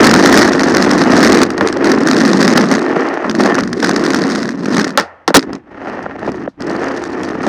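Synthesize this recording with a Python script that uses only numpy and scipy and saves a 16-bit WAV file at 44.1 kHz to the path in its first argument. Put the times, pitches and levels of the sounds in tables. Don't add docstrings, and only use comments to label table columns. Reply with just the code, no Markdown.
import sys
import numpy as np
from scipy import signal
from scipy.io import wavfile
from scipy.ndimage import uniform_filter1d

SR = 44100
rng = np.random.default_rng(int(sys.argv[2]) if len(sys.argv) > 2 else 0)


def master(y):
    cut = np.clip(np.atleast_2d(y).T, -1, 1)
    pcm = np.round(cut * 32767)
    wavfile.write(sys.argv[1], SR, pcm.astype(np.int16))


def rack_gain(trim_db):
    fader = np.asarray(trim_db, float)
    return 10 ** (fader / 20)


N = 329868


def rms_one(x):
    return x / np.sqrt(np.mean(x ** 2) + 1e-20)


def evened(x, size):
    return x / np.sqrt(uniform_filter1d(x ** 2, size=size) + 1e-4 * np.mean(x ** 2))


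def in_time(rows):
    s, *columns = np.transpose(rows)
    return [np.interp(np.arange(N) / SR, s, column) for column in columns]


def drift(rate_hz):
    r = np.exp(-2 * np.pi * rate_hz / SR)
    slow = signal.lfilter([1], [1, -2 * r, r * r], rng.standard_normal(N + 8000))
    return rms_one(slow[8000:])


def resonance(x, hz, width_hz):
    r = np.exp(-np.pi * width_hz / SR)
    feedback = [1, -2 * r * np.cos(2 * np.pi * hz / SR), r * r]
    return signal.lfilter([(1 - r * r) / 2, 0, (r * r - 1) / 2], feedback, x + 1e-18)


def body(x, modes):
    return sum((-1) ** k * rack_gain(db) * resonance(x, hz, width_hz)
               for k, (hz, width_hz, db) in enumerate(modes))


def noise_gain(modes):
    impulse_response = body(np.arange(4096) == 0, modes)
    return 1 / np.sqrt(np.sum(impulse_response ** 2))


def steep(x, hz, kind, order):
    return signal.sosfilt(signal.butter(order, hz, kind, fs=SR, output="sos"), x + 1e-18)


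def grains(per_s, spread_db):
    sizes = rack_gain(spread_db * np.minimum(rng.exponential(1, N), 4)) * rng.choice([-1, 1], N)
    return sizes * (rng.random(N) < per_s / SR)


def dying(clicks, t60_s):
    return signal.lfilter([1], [1, -rack_gain(-60 / (t60_s * SR))], clicks + 1e-18)


# (time [s], deck drone before lifts [dB])
SHAKE_LEVELS = [(0, -2.5), (.1, -8), (.4, -6.5), (.53, -12), (.75, -10.5), (1.05, -9.5), (1.13, -7),
                (1.44, -7), (1.62, -8.5), (1.68, -14.5), (1.73, -19), (1.88, -7.5), (1.98, -11.5),
                (2.25, -8.5), (2.63, -9), (2.68, -15), (2.72, -8), (2.78, -14.5), (3.0, -14.5), (3.22, -23),
                (3.3, -14), (3.34, -21.5), (3.39, -8.5), (3.45, -10), (3.53, -13.5), (3.6, -14.5),
                (3.7, -19), (3.88, -13.5), (4.25, -13), (4.57, -20.5), (4.79, -10), (4.93, -24.5),
                (5.39, -22.5), (5.43, -26), (5.48, -22.5), (5.56, -23), (5.59, -37), (5.63, -48),
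                (5.7, -39), (5.88, -25), (6.12, -30), (6.2, -29), (6.285, -18.5), (6.365, -24), (6.47, -23),
                (6.62, -23.5), (6.68, -18), (7.0, -22), (7.08, -23.5), (7.16, -20), (7.4, -21.5),
                (7.48, -16)]
# (off [s], back [s], greatest loss of shake [dB])
WHEEL_LIFTS = [(1.431, 1.64, 10), (4.979, 5.398, 32.5), (6.462, 6.604, 35)]
LEAVE_S, RETURN_S = 0.031, 0.046
# (time [s], centre of the drone [Hz], grit [dB], chatter [dB], rumble [dB])
ROAD_SURFACE = [(0, 287, -15.5, -30, -26), (.6, 279.9, -14.5, -28, -31), (1.4, 280.9, -16.5, -32.5, -29.5),
                (1.62, 334, -14.5, -35.5, -27), (2.3, 256.2, -20, -30, -47), (2.75, 256, -16, -30, -40),
                (2.89, 330, -13, -33, -54), (3.05, 345, -10.5, -31, -53), (3.22, 338, -5, -23, -49),
                (3.3, 262, -24, -37, -31), (3.5, 295, -10, -29, -47), (3.65, 247.5, -22.5, -34, -27),
                (3.8, 264.3, -21, -28, -38), (3.92, 287.1, -17, -26, -38), (4.4, 261.4, -17.5, -24.5, -38),
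                (4.56, 259.5, -22, -25.5, -40), (4.9, 259.5, -15, -24.5, -45.5),
                (5.4, 306, -15, -39.5, -31.5), (5.55, 278, -17.5, -41, -32), (5.7, 300, -6.5, -16, -32),
                (5.85, 304, -6.5, -21, -33), (6.25, 284, -7.5, -22, -27.5), (6.31, 264, -17, -38, -28),
                (6.36, 273, -16, -24, -31), (6.45, 284, -15.5, -29, -25), (6.7, 312.5, -14.5, -26, -31),
                (6.86, 314.6, -7, -21.5, -30), (7.05, 307.4, -13, -22.5, -32.5),
                (7.48, 296.7, -12, -26, -30)]
USUAL_DB = -10
GRIT_FOLLOWS, CHATTER_FOLLOWS, RUMBLE_FOLLOWS = 1.148, 1.91, 0.47


def ride():
    t = np.arange(N) / SR
    shake_db, = in_time(SHAKE_LEVELS)
    for off, back, loss_db in WHEEL_LIFTS:
        lifted = np.clip(np.minimum((t - off) / LEAVE_S, (back - t) / RETURN_S), 0, 1)
        shake_db = shake_db - loss_db * lifted
    centre_hz, grit_db, chatter_db, rumble_db = in_time(ROAD_SURFACE)
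    more_db = shake_db - USUAL_DB
    grit_db = grit_db + GRIT_FOLLOWS * more_db
    rumble_db = rumble_db + RUMBLE_FOLLOWS * more_db
    chatter_db = chatter_db + CHATTER_FOLLOWS * more_db
    return shake_db, grit_db, centre_hz, rumble_db, chatter_db


# (frequency [Hz], width [Hz], relative level [dB])
DECK_MODES = [(149.7, 88, -3), (205.5, 54, 2.5), (268.7, 37, 0.5), (339.5, 69, -0.5), (460.2, 63, -5),
              (583.3, 113, -4)]
# (frequency [Hz], width [Hz], relative level [dB])
TRUCK_MODES = [(542, 285, 2), (891, 251, 3.5), (1064, 280, 1.5), (1392, 384, -2), (1822, 187, -0.5),
               (2850, 1300, -15.5), (3680, 1750, -20), (6400, 1100, -32)]
STONES_PER_S, SLOW_STONES_PER_S = 1500, 280
SLOW_FROM_S = 5.39


def wheels(deck_db, grit_db, centre_hz, rumble_db):
    per_s = np.where(np.arange(N) < SLOW_FROM_S * SR, STONES_PER_S, SLOW_STONES_PER_S)
    patches = rack_gain(2.2 * drift(60))
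    stones = rms_one(patches * (grains(per_s, spread_db=4.0) + 0.17 * rng.standard_normal(N)))
    soft = steep(stones, 700, "low", order=2)
    deck = 0
    for k, (hz, width_hz, db) in enumerate(DECK_MODES):
        favoured_db = -30 * np.log2(hz / centre_hz) ** 2
        deck = deck + (-1) ** k * rack_gain(db + favoured_db) * resonance(soft, hz, width_hz)
    deck = evened(steep(deck, 130, "high", order=2), size=1500)
    rumble = evened(steep(soft, (45, 138), "band", order=1), size=8000)
    grit = evened(steep(body(stones, TRUCK_MODES), 2900, "low", order=1), size=2600)
    grit = steep(grit, 8500, "low", order=4)
    return rack_gain(deck_db) * deck + rack_gain(rumble_db) * rumble + rack_gain(grit_db) * grit, deck


def air():
    return rack_gain(-57.5) * rms_one(steep(rng.standard_normal(N), 1200, "low", order=2))


# (time [s], strength of the first touch [dB])
CASE_KNOCKS = [(0.0424, -2.5), (0.0703, 0), (0.1114, -14), (0.1385, 1), (0.161, -5), (0.191, -8),
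               (0.2254, -6), (0.2589, 4), (0.3259, -1), (0.3418, -1), (0.366, -17), (0.374, 4),
               (0.3816, -2), (0.411, -5.5), (0.4447, -12), (0.4771, -7), (0.5328, -7.5), (0.594, -6),
               (0.6087, -13), (0.6331, -5.5), (0.6847, -11.5), (0.7474, -5), (0.768, -4.5), (0.8126, -17),
               (0.8248, -4), (0.8614, -15), (0.9107, -13), (0.984, -11), (1.0164, -7.5), (1.1193, -9),
               (1.1654, -7), (1.2288, -2), (1.2464, -5.5), (1.273, -6), (1.3216, -6), (1.3889, -10),
               (1.4168, -7), (1.4321, -2), (1.5035, -10.5), (1.5787, -13), (1.673, -6), (1.6857, -10),
               (1.726, -11), (1.7698, -18), (1.8433, -10), (1.916, -6.5), (2.0326, -20), (2.0723, -7),
               (2.0852, -5), (2.1121, -3.5), (2.166, -9), (2.204, -11), (2.2507, -6.5), (2.2772, -9),
               (2.291, -19), (2.3312, -14), (2.4285, -6.5), (2.4478, -9), (2.4779, -1.5), (2.502, -10),
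               (2.5366, -31), (2.5733, -5), (2.6091, -12), (2.7137, -4), (2.7385, -8), (2.7917, -13),
               (3.2959, -10.5), (3.3114, -12.5), (3.35, -13.5), (3.406, -9), (3.4194, -18), (3.4589, -8.5),
               (3.5443, -10.5), (3.5875, -10.5), (3.6063, -11.5), (3.6351, -14.5), (3.675, -19.5),
               (3.7294, -14), (3.801, -18), (3.8277, -11), (3.8454, -7.5), (3.8626, -15), (3.893, -7),
               (3.9611, -7), (4.063, -8.5), (4.1036, -9), (4.1448, -4.5), (4.2378, -12), (4.2998, -15.5),
               (4.35, -13.5), (4.4293, -14), (4.4902, -13), (4.6567, -13.5), (4.7474, -18), (4.767, -7),
               (4.796, -9.5), (4.8434, -11), (4.8779, -14), (4.9047, -18.5), (4.9976, -6), (5.0087, -14),
               (5.3924, -9), (5.407, -23), (5.4266, -19), (5.5311, -19), (5.5516, -25), (6.0272, -29),
               (6.1926, -31.5), (6.318, -25.5), (6.6053, -24.5), (6.6209, -21), (6.6967, -20), (6.883, -23),
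               (6.9636, -22.5), (7.0382, -18), (7.052, -23), (7.2327, -15), (7.25, -29), (7.2885, -20.5),
               (7.43, -22), (7.467, -15)]
# (frequency [Hz], width [Hz], relative level [dB])
CASE_MODES = [(3780, 1660, 4), (5380, 1600, 5), (6570, 800, 1), (8500, 1700, -12.5), (11300, 2300, -22),
              (13850, 2700, -50.5)]
# (frequency [Hz], width [Hz], relative level [dB])
HOLLOW_MODES = [(1446, 720, -2.5), (2000, 570, -3), (2430, 373, -10)]
CHATTER_CHANCE, KNOCK_CHANCE = .85, .3
KNOCK_OVER_CHATTER_DB, KNOCK_SPREAD_DB = 8, 4.5
KNOCKS_FROM_DB, KNOCKS_FULL_DB = -52.5, -31.5
KNOCK_T60_S, TICK_T60_S = 0.0074, 0.014
CLUMP_DB = 2
AFTER_KNOCK_DB, AFTER_KNOCK_T60_S = -22.5, 0.089
TICK_CLICK = 0.13


def case(deck_swing, chatter_db):
    crest = np.zeros(N)
    tops = signal.find_peaks(deck_swing)[0]
    crest[tops] = np.clip(deck_swing[tops] - .2, 0, 2)
    small = crest * (rng.random(N) < CHATTER_CHANCE) * rack_gain(1.8 * rng.standard_normal(N))

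    s, knock_db = np.transpose(CASE_KNOCKS)
    at = (s * SR).astype(int)
    struck = np.zeros(N)
    struck[at] = rack_gain(knock_db + AFTER_KNOCK_DB)
    chatter = rack_gain(chatter_db + CLUMP_DB * drift(9.6)) + dying(struck, AFTER_KNOCK_T60_S)
    touch = chatter * evened(small, size=2600)
    small = chatter * evened(dying(small, TICK_T60_S), size=2600)

    loose = np.clip((chatter_db - KNOCKS_FROM_DB) / (KNOCKS_FULL_DB - KNOCKS_FROM_DB), 0, 1)
    over_chatter = rack_gain(KNOCK_OVER_CHATTER_DB + KNOCK_SPREAD_DB * rng.standard_normal(N))
    loud = crest * (rng.random(N) < KNOCK_CHANCE * loose) * chatter * over_chatter
    loud[at] = rack_gain(knock_db)

    noise = rng.standard_normal((2, N))
    small_scratch = steep(noise * small + TICK_CLICK * touch, 12000, "low", order=1)
    loud_envelope = uniform_filter1d(dying(loud, KNOCK_T60_S), size=40, origin=19)
    scratch = small_scratch + noise * loud_envelope
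    contact = scratch[1] + 5 * loud
    bright = body(scratch[0] + 0.32 * loud, CASE_MODES)
    bright = noise_gain(CASE_MODES) * steep(bright, 4100, "high", order=2)
    hollow = noise_gain(HOLLOW_MODES) * steep(body(contact, HOLLOW_MODES), 2900, "low", order=2)
    jolt = noise_gain(DECK_MODES) * steep(body(contact, DECK_MODES), 910, "low", order=2)
    return bright + hollow + rack_gain(-10) * jolt


# (time [s], deck thud [dB], truck knock [dB], crack [dB], contact t60 [s])
ROAD_BLOWS = [(1.578, -22, -16.5, -33, 0.06), (1.609, -4.5, -5.5, -27, 0.041),
              (1.766, -9.5, -22, -44, 0.034), (2.577, -7, -3, -8, 0.026), (2.963, -7, -31, -37, 0.052),
              (3.243, -17.5, -15.5, -43, 0.27), (3.344, -7, -40, -42, 0.02), (3.582, -16, -10, -31, 0.094),
              (3.826, -10.5, -15, -27, 0.2), (3.892, -26, -15, -20, 0.016), (4.9748, -11, 6.5, -1, 0.015),
              (4.982, -12.5, -8, -22, 0.15), (5.278, -2, -3.5, -13.5, 0.045),
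              (5.304, -8.5, -12, -36, 0.016), (5.343, 9, 6.5, -11.5, 0.02), (5.347, 8, 13.5, 13.5, 0.045),
              (5.359, 14, 10, -11, 0.033), (5.3671, 9.5, 6.5, 19, 0.013), (5.378, -4.5, -14, -22, 0.03),
              (5.858, -31, -23, -50, .015), (5.882, -21, -29, -52, 0.013), (5.898, -31, -22, -43, 0.011),
              (5.991, -26, -16, -51, .015), (6.062, -21, -12, -60, 0.0082), (6.276, -11, -19, -49, 0.034),
              (6.317, -23, -29, -55, 0.012), (6.4763, -13, -6, -67, 0.012), (6.601, -15, -42, -60, 0.029),
              (6.703, -12, -15, -49, 0.033), (7.466, -6, -26, -33, 0.045)]
# (frequency [Hz], width [Hz], relative level [dB])
STRUCK_MODES = [(530, 140, 0), (790, 210, -0.5), (1115, 130, -1), (1370, 132, 1), (1840, 190, -2),
                (2640, 710, -15.5)]
HARD_HZ, SOFTENS = 9100, 0.31


def blows():
    drive = np.zeros((3, N + SR))
    noise = rng.standard_normal(N + SR)
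    t = np.arange(SR // 4) / SR
    for s, thud_db, knock_db, crack_db, t60_s in ROAD_BLOWS:
        at = int(s * SR)
        burst = (noise[at:at + len(t)] + 11 * (t == 0)) * rack_gain(-60 * t / t60_s)
        edge_hz = min(HARD_HZ * rack_gain(SOFTENS * crack_db), .4 * SR)
        cushioned = steep(burst, edge_hz, "low", order=2)
        drive[0, at:at + len(t)] += rack_gain(thud_db) * burst
        drive[1, at:at + len(t)] += rack_gain(knock_db) * cushioned
        drive[2, at:at + len(t)] += rack_gain(crack_db) * burst
    thud, knock, crack = (noise_gain(modes) * body(x[:N], modes)
                          for x, modes in zip(drive, (DECK_MODES, STRUCK_MODES, CASE_MODES)))
    return steep(thud, [190, 1200], "band", order=2) + steep(knock, 4100, "low", order=2) + crack


# (time [s], whirr level [dB], whirr t60 [s], case buzz level [dB], buzz t60 [s])
FREE_SPINS = [(4.984, -26.5, 0.72, -21, 0.086), (5.286, -23.5, 0.26, -29, 0.073),
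              (6.485, -40, 0.082, -55, 0.16)]


def spin():
    whirr = rms_one(steep(body(rng.standard_normal(N), TRUCK_MODES), [500, 2000], "band", order=1))
    buzz = rms_one(body(rng.standard_normal(N), CASE_MODES))
    out = 0
    for s, db, t60_s, buzz_db, buzz_t60_s in FREE_SPINS:
        start = np.arange(N) == int(s * SR)
        out = out + whirr * dying(rack_gain(db) * start, t60_s)
        out = out + buzz * dying(rack_gain(buzz_db) * start, buzz_t60_s)
    return out


# (time [s], frequency [Hz], level [dB], t60 [s])
FREE_FLEX = [(4.985, 87, -39, .9)]
LANDING_S = 5.28


def flex():
    t = np.arange(N) / SR
    hum = 0
    for s, hz, db, t60_s in FREE_FLEX:
        decay = rack_gain(db - 60 * np.abs(t - s) / t60_s)
        hum = hum + decay * np.sin(2 * np.pi * hz * t) * (t > s) * (t < LANDING_S)
    return hum


def scene():
    *levels, chatter_db = ride()
    rolling, deck_swing = wheels(*levels)
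    return (rolling + air() + case(deck_swing, chatter_db) + blows() + spin() + flex())[None]


def roll_off(x):
    return signal.sosfilt(signal.butter(12, 15620, fs=SR, output="sos"), x)


def record(dry):
    clipped = steep(np.clip(dry, -.93, .93), 97, "high", order=1)
    top_cut = signal.cheby2(10, 50, 15600, fs=SR, output="sos")
    mix = signal.sosfilt(top_cut, clipped)
    return roll_off(mix)


dry = scene()
out = record(dry)
master(out)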